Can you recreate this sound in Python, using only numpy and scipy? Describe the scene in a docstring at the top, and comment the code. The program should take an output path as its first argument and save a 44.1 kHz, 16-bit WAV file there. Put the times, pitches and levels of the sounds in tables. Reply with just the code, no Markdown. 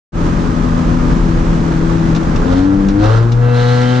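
"""Inside a small four-cylinder car.

The periodic firing of the engine drives a harmonic series through the exhaust: a drone over
road rumble, tyre roar and wind. The engine picks up, eases off twice, then pulls with a deep
boom and a rasp on every firing. The transmission whines faintly while cruising, the controls
give a few small clicks, and two dull knocks sound as the load comes on and off."""
import sys
import numpy as np
from scipy import signal
from scipy.fft import rfft, irfft
from scipy.io import wavfile
from scipy.ndimage import uniform_filter1d, minimum_filter1d

SR = 44100
rng = np.random.default_rng(int(sys.argv[2]) if len(sys.argv) > 2 else 0)


def bounce(signal):
    """Save signal as a 16-bit WAV file at the path given by the first command-line argument."""
    frames = np.transpose(np.atleast_2d(signal))
    limited = np.clip(frames, -1, 1)
    pcm = np.round(limited * 32767).astype(np.int16)
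    wavfile.write(sys.argv[1], SR, pcm)


N = 176400
T = np.arange(N) / SR

# Stereo balance of the engine sound. Each row: frequency in Hz, left minus right in dB.
ENGINE_PAN = [(85, 0.5), (122, 3.5), (165, 3.5), (250, 7), (300, 5), (490, 4), (620, 7), (740, 0.5),
              (870, -8), (1400, -5), (2000, -1.5), (3000, -1.5)]


def exhaust_boom(firings, firing_hz):
    """Forced vibration: the lowest firing harmonics swell as they cross cabin resonances."""
    # Boom in the cabin. Each row: time in seconds, levels of harmonics 1 to 4 in dB.
    harmonic_levels = [(0.25, -22.5, -22, -31, -25.5), (0.55, -33, -20.5, -19.5, -30.5),
                       (0.8, -22, -16.5, -21.5, -29.5), (1.1, -44, -20, -20.5, -26.5),
                       (1.7, -35, -17.5, -28, -24.5), (2.1, -23, -15.5, -24, -20.5),
                       (2.38, -56, -22, -29, -29), (2.5, -15.5, -21.5, -14, -31),
                       (2.7, -19.5, -19, -8.5, -33), (2.87, -32.5, -14, -20.5, -32),
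                       (3, -15.5, -20.5, -10, -40), (3.12, -5.5, -57, -28, -19),
                       (3.27, -11.5, -26.5, -23, -34.5), (3.4, -10, -34, -49, -25),
                       (3.52, -10, -21, -36.5, -16.5), (3.7, -8, -20.5, -34, -15.5),
                       (3.87, -12, -15, -32, -18.5), (4, -12, -16.5, -26, -23)]
    # Tones of unequal cylinders. Each row: multiple of the crank rate, relative level in dB.
    crank_orders = [(3, -38.5), (5, -33.5), (7, -38.5), (10, -42.5)]
    # Unevenness, strongest at light load. Each row: time in seconds, gain in dB.
    unevenness = [(.15, 1), (2.1, 3.5), (2.45, 8), (2.7, -4), (3.05, -2.5), (4, -27)]
    uneven, out = amp(curve(unevenness)), 0
    for k in range(1, 5):
        waver = 1 + .05 * uneven * (drift(hz=15) + 1j * drift(hz=15))
        wave = waver * np.exp(2j * np.pi * k * firings)
        out += pan_tone(amp(curve(harmonic_levels, column=k)) * wave, k * firing_hz)
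    crank_turns, crank_hz = firings / 2, firing_hz / 2  # two firings per revolution
    for order, db in crank_orders:
        waver = 1 + .94 * (drift(hz=12) + 1j * drift(hz=34))
        wave = waver * np.exp(2j * np.pi * (order * crank_turns + rng.random()))
        out += pan_tone(amp(db) * uneven * wave, order * crank_hz)
    return out


def exhaust_buzz(firings, firing_hz):
    """Superposition: upper harmonics leave the pipe loosely in phase, so each firing stands out."""
    # Pipe spectrum at full speed and 0 dB load. Each row: frequency in Hz, harmonic level in dB.
    pipe_spectrum = [(430, -27.5), (530, -20), (595, -36), (640, -37.5), (740, -29), (870, -32),
                     (1000, -37.5), (1100, -38.5), (1220, -37), (1350, -31), (1480, -36), (1600, -33),
                     (1720, -38), (1830, -47), (1960, -38), (2080, -44), (2200, -46), (2400, -55),
                     (3100, -50.5), (3400, -56), (4100, -50.5), (5000, -64)]
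    # How hard the engine pulls. Each row: time in seconds, gain in dB.
    load = [(.15, -23.5), (2.42, -19), (2.52, -2.5), (2.62, -2), (2.72, -2.5), (2.88, -14), (2.98, -7),
            (3.05, 1), (3.11, 5), (3.19, -2.5), (3.33, -20.5), (3.44, -4.5), (3.6, 3.3), (3.8, 3.5), (4, 2)]
    # Roughness of the harmonics. Each row: time in seconds, random part of the amplitude, 0 to 1.
    roughness = [(.15, .7), (2.4, .55), (2.6, .3), (3.1, .35), (3.3, .45), (3.5, .1), (4, .1)]
    full_speed_hz, dull_above_hz, scatter_cycles = 121, 1000, .65
    speed_lost = np.clip(1 - firing_hz / full_speed_hz, 0, .1)
    dull_db_per_octave = 50 * speed_lost
    rough, out = curve(roughness), 0
    for k in range(5, 36):
        hz = k * firing_hz
        waver = np.sqrt(1 - rough ** 2) + rough * (drift(hz=27) + 1j * drift(hz=21)) / np.sqrt(2)
        octaves_above = np.log2(np.maximum(hz / dull_above_hz, 1))
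        gain = amp(at_hz(pipe_spectrum, hz) - dull_db_per_octave * octaves_above)
        wave = np.exp(2j * np.pi * (k * firings + scatter_cycles * rng.random()))
        out += pan_tone(gain * waver * wave, hz)
    return out * amp(curve(load))


def exhaust_gas(firings):
    """Amplitude modulation: a puff at each firing pulses a growl, a rasp and thin metallic rings."""
    # Gas noise, mid growl and treble rasp. Each row: frequency in Hz, relative density in dB.
    growl_spectrum = [(100, -23.5), (250, -19.5), (450, 8.5), (800, 4), (1400, 6), (1900, -11),
                      (2600, -21.5), (5000, -55)]
    rasp_spectrum = [(1000, -15.5), (1900, -2), (2400, -9), (3100, -4.5), (3350, -5), (3800, -5),
                     (4200, -4.5), (4600, -8.5), (6200, -12.5), (8000, -22.5), (10000, -36.5), (12600, -49)]
    # Their strength. Each row: time in seconds, level in dB.
    growl_level = [(.15, -44), (.9, -34), (1.4, -46.5), (2.4, -30), (2.52, -23), (2.7, -53), (2.95, -51),
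                   (3.03, -22), (3.085, -18.5), (3.15, -19), (3.2, -27.5), (3.35, -32), (3.6, -27),
                   (4, -33)]
    rasp_level = [(.15, -44), (2.44, -43), (2.52, -32.5), (2.62, -34.5), (2.72, -45), (2.96, -46.5),
                  (3.04, -29.5), (3.15, -29), (3.24, -42.5), (3.38, -57), (3.52, -36.5), (3.6, -28),
                  (3.75, -27.5), (4, -30)]
    # Metal resonances that sing under load. Each row: peak time in seconds, 1/e half-width in
    # seconds, frequency in Hz, level in dB.
    rings = [(3.09, .09, 2700, -42), (3.53, .09, 2690, -40), (3.64, .09, 3855, -37), (3.63, .08, 4135, -37),
             (3.71, .09, 4250, -38.5), (3.88, .075, 3095, -34), (3.95, .05, 2740, -40.5)]
    steady_flow, decay_cycles = 1, .45
    flutter_hz, flutter_db, ring_wander_hz = 15.2, 1.1, 14
    puffs = unit_rms(steady_flow + np.exp(-(firings % 1) / decay_cycles))
    growl = noise(growl_spectrum, coherence=[(300, .66), (1200, .057)], pan=ENGINE_PAN, gate=puffs)
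    flutter = amp(flutter_db * np.sin(2 * np.pi * flutter_hz * T + .6 * drift(hz=2.4)))
    rasp = noise(rasp_spectrum, coherence=[(2000, .88), (4000, .45), (7000, .1)], gate=puffs * flutter)
    out = growl * amp(curve(growl_level)) + rasp * amp(curve(rasp_level))
    for peak_s, width_s, hz, db in rings:
        cycles = np.cumsum(hz + ring_wander_hz * drift(hz=70)) / SR
        swell = amp(db) * np.exp(-((T - peak_s) / width_s) ** 2)
        out += pan_tone(swell * puffs * flutter * np.exp(2j * np.pi * cycles), hz)
    return out


def road_and_wind():
    """Random excitation: the road shakes the body, the tyres roar, their tread sings, wind hisses."""
    # Spectra of the four noises. Each row: frequency in Hz, relative density in dB.
    rumble_spectrum = [(8, -44.5), (18, -9), (26, 3), (37, 6.5), (52, -0.5), (70, -5.5), (110, -25),
                       (300, -78.5)]
    roar_spectrum = [(20, -15), (60, -14.5), (110, 5), (230, 1.5), (300, 1.5), (370, -7), (500, -6),
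                     (640, -12), (900, -9.5), (1300, -12.5), (1700, -16.5), (2400, -27), (4000, -60.5)]
    tread_spectrum = [(700, -27.5), (1030, 0.5), (1120, -6.5), (1240, 6.5), (1380, -15), (1900, -50.5)]
    wind_spectrum = [(1200, -20.5), (2400, 5), (4000, -1), (6400, -1), (8000, -9.5), (10000, -23),
                     (12600, -42)]
    # Their strength. Each row: time in seconds, level in dB.
    rumble_level = [(.15, -17), (.95, -15), (1.08, -12.5), (1.25, -15), (2, -17.5), (2.3, -14), (2.6, -19),
                    (3, -19), (3.2, -24), (3.5, -27.5), (4, -32)]
    roar_level = [(.15, -17.5), (2, -17.5), (2.35, -17), (2.55, -21), (2.85, -19.5), (3.1, -21.5),
                  (3.35, -25.5), (4, -26)]
    tread_level = [(.15, -34), (1, -32), (1.6, -47), (3, -49)]
    wind_level = [(.15, -38), (2.45, -39), (2.8, -42.5), (3.35, -44.5)]
    # Sound field of tyres and wind. Each row: frequency in Hz, left-right coherence from 0 to 1.
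    coherence = [(60, .94), (130, .98), (300, .95), (600, .5), (1200, .2), (2600, .35), (5600, .22),
                 (11000, 0)]
    # Its balance. Each row: frequency in Hz, left minus right in dB.
    pan = [(60, -5), (110, 7), (190, 5), (350, 5), (630, 2.5), (1140, -5.5), (2060, 1), (3700, -3),
           (6700, 1)]
    # Its phase difference. Each row: frequency in Hz, lead of the left side in radians.
    lead = [(30, 0), (300, -.2), (600, -.9), (1200, -3.6), (1750, -5.2), (2800, -6.2), (6000, -6)]
    rumble = noise(rumble_spectrum, coherence=[(30, .89)]) * amp(curve(rumble_level))
    roar = noise(roar_spectrum, coherence, pan, lead) * amp(curve(roar_level))
    tread = noise(tread_spectrum, coherence, pan, lead) * amp(curve(tread_level))
    wind = noise(wind_spectrum, coherence, pan, lead) * amp(curve(wind_level))
    flicker = amp(.5 * drift(hz=11) + .76 * drift(hz=130))
    return rumble + (roar + tread + wind) * flicker


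def clicks_and_knocks():
    """Damped impacts: exponentially decaying noise bursts take the colour of the body struck."""
    # Clicks of the controls and knocks as the load comes on and off.
    # Each row: start in seconds, level in dB, time to fall 60 dB in seconds.
    clicks = [(2.149, -28, 0.099), (2.163, -30, 0.054), (2.36, -27, 0.07), (2.886, -30, 0.11),
              (3.319, -29, 0.089)]
    knocks = [(2.477, -23.5, 0.099), (2.805, -24, 0.026)]
    # Responses of the bright plastic and the dull body. Each row: frequency in Hz, relative gain in dB.
    click_body = [(800, -19), (2000, -8), (2800, 4.5), (3100, -7), (3500, 4), (4600, -3), (5300, -0.5),
                  (5800, -3.5), (7000, -9), (9000, -28), (12600, -42)]
    knock_body = [(150, -19), (570, 4.5), (900, -7.5), (1500, -13), (3000, -25.5), (9000, -47)]
    out = 0
    for impacts, body in (clicks, click_body), (knocks, knock_body):
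        envelope = 0
        for start, db, t60 in impacts:
            envelope += (T >= start) * amp(db - 60 * np.maximum(T - start, 0) / t60)
        rms = np.sqrt(np.mean(envelope ** 2))
        out += rms * noise(body, coherence=[(3000, .63)], gate=envelope)
    return out


def transmission_whine(firings, firing_hz, ratio=7):
    """Synchronous vibration: a thin tone keeps a constant ratio to the firing rate."""
    # Strength of the whine. Each row: time in seconds, level in dB.
    whine_level = [(.15, -37), (.7, -37.5), (1.3, -42), (2.3, -56)]
    wave = np.exp(2j * np.pi * ratio * firings)
    return pan_tone(amp(curve(whine_level)) * wave, ratio * firing_hz)


def pan_tone(wave, hz):
    """Interaural differences: a complex tone takes a level and phase on each side by its frequency."""
    # Phase difference of the engine tones. Each row: frequency in Hz, lead of the left in radians.
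    lead = [(100, .27), (170, .05), (250, -.3), (330, -.3), (490, -1.2), (610, -2.1), (740, -1.3),
            (870, -2.2), (1500, -1.6), (2500, -.5), (4000, -.3)]
    side = amp(at_hz(ENGINE_PAN, hz) / 2) * np.exp(.5j * at_hz(lead, hz))
    return np.sqrt(2) * np.array([(wave * side).real, (wave / side).real])


def noise(spectrum, coherence, pan=((1, 0),), lead=((1, 0),), gate=1):
    """Partial coherence: two gated noises mix and filter to stereo of rms 1; tables run over Hz."""
    hz = np.fft.rfftfreq(N, 1 / SR)
    left, independent = rfft(gate * rng.standard_normal((2, N)))
    shared = at_hz(coherence, hz)
    right = shared * left + np.sqrt(1 - shared ** 2) * independent
    right *= np.exp(-1j * at_hz(lead, hz))
    tilt = amp(at_hz(pan, hz) / 2)
    stereo = np.array([left * tilt, right / tilt])
    return unit_rms(irfft(stereo * amp(at_hz(spectrum, hz)), N))


def drift(hz):
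    """Low-pass noise: a random fluctuation of rms 1, with rates up to about hz."""
    low_pass = np.exp(-(np.fft.rfftfreq(N, 1 / SR) / hz) ** 2)
    return unit_rms(irfft(rfft(rng.standard_normal(N)) * low_pass, N))


def curve(rows, column=1):
    """Linear interpolation of one column of a time table at every sample."""
    rows = np.array(rows)
    return np.interp(T, rows[:, 0], rows[:, column])


def at_hz(rows, hz):
    """Interpolation of a table on a logarithmic frequency axis."""
    row_hz, values = np.transpose(rows)
    return np.interp(np.log(hz + 1), np.log(row_hz + 1), values)


def amp(db):
    """Decibels to amplitude ratio."""
    return 10 ** (np.asarray(db) / 20)


def unit_rms(x):
    """Normalisation to rms 1."""
    return x / np.sqrt(np.mean(abs(x) ** 2) + 1e-20)


def scene():
    """Superposition at the driver's head: engine sounds sharing one firing phase, road and impacts."""
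    # Engine speed. Each row: time in seconds, firings per second.
    speed = [(0, 83.3), (0.7, 83.1), (1.5, 82.4), (2, 82.3), (2.25, 80.9), (2.37, 81.5), (2.45, 85.7),
             (2.53, 89.4), (2.68, 96.8), (2.78, 98), (2.9, 98.2), (2.98, 101.4), (3.13, 111.7),
             (3.23, 115.7), (3.41, 121), (3.63, 121.3), (3.87, 123.9), (4, 125.1)]
    jitter = 1 + .0006 * drift(hz=23)
    firing_hz = uniform_filter1d(curve(speed), size=2000) * jitter
    firings = np.cumsum(firing_hz) / SR  # phase in firing cycles
    drone = exhaust_boom(firings, firing_hz) + exhaust_buzz(firings, firing_hz)
    engine = drone + transmission_whine(firings, firing_hz) + exhaust_gas(firings)
    return engine + road_and_wind() + clicks_and_knocks()


def record(dry):
    """Peak and band limiting: after a quick fade-in, a smooth gain holds peaks down before a low-pass."""
    start_s, fade_s = .12, .067
    ceiling, smoothing_s, cutoff_hz = .93, .012, 12700
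    faded = dry * np.clip((T - start_s) / fade_s, 0, 1)
    span = round(smoothing_s * SR)
    peak = abs(faded).max(0)
    allowed_gain = minimum_filter1d(ceiling / np.maximum(peak, ceiling), 2 * span)
    gain = uniform_filter1d(uniform_filter1d(allowed_gain, span), span)
    low_pass = signal.firwin(511, cutoff_hz, window=("kaiser", 9), fs=SR)
    return signal.oaconvolve(faded * gain, low_pass[None], "same")


dry = scene()
out = record(dry)
bounce(out)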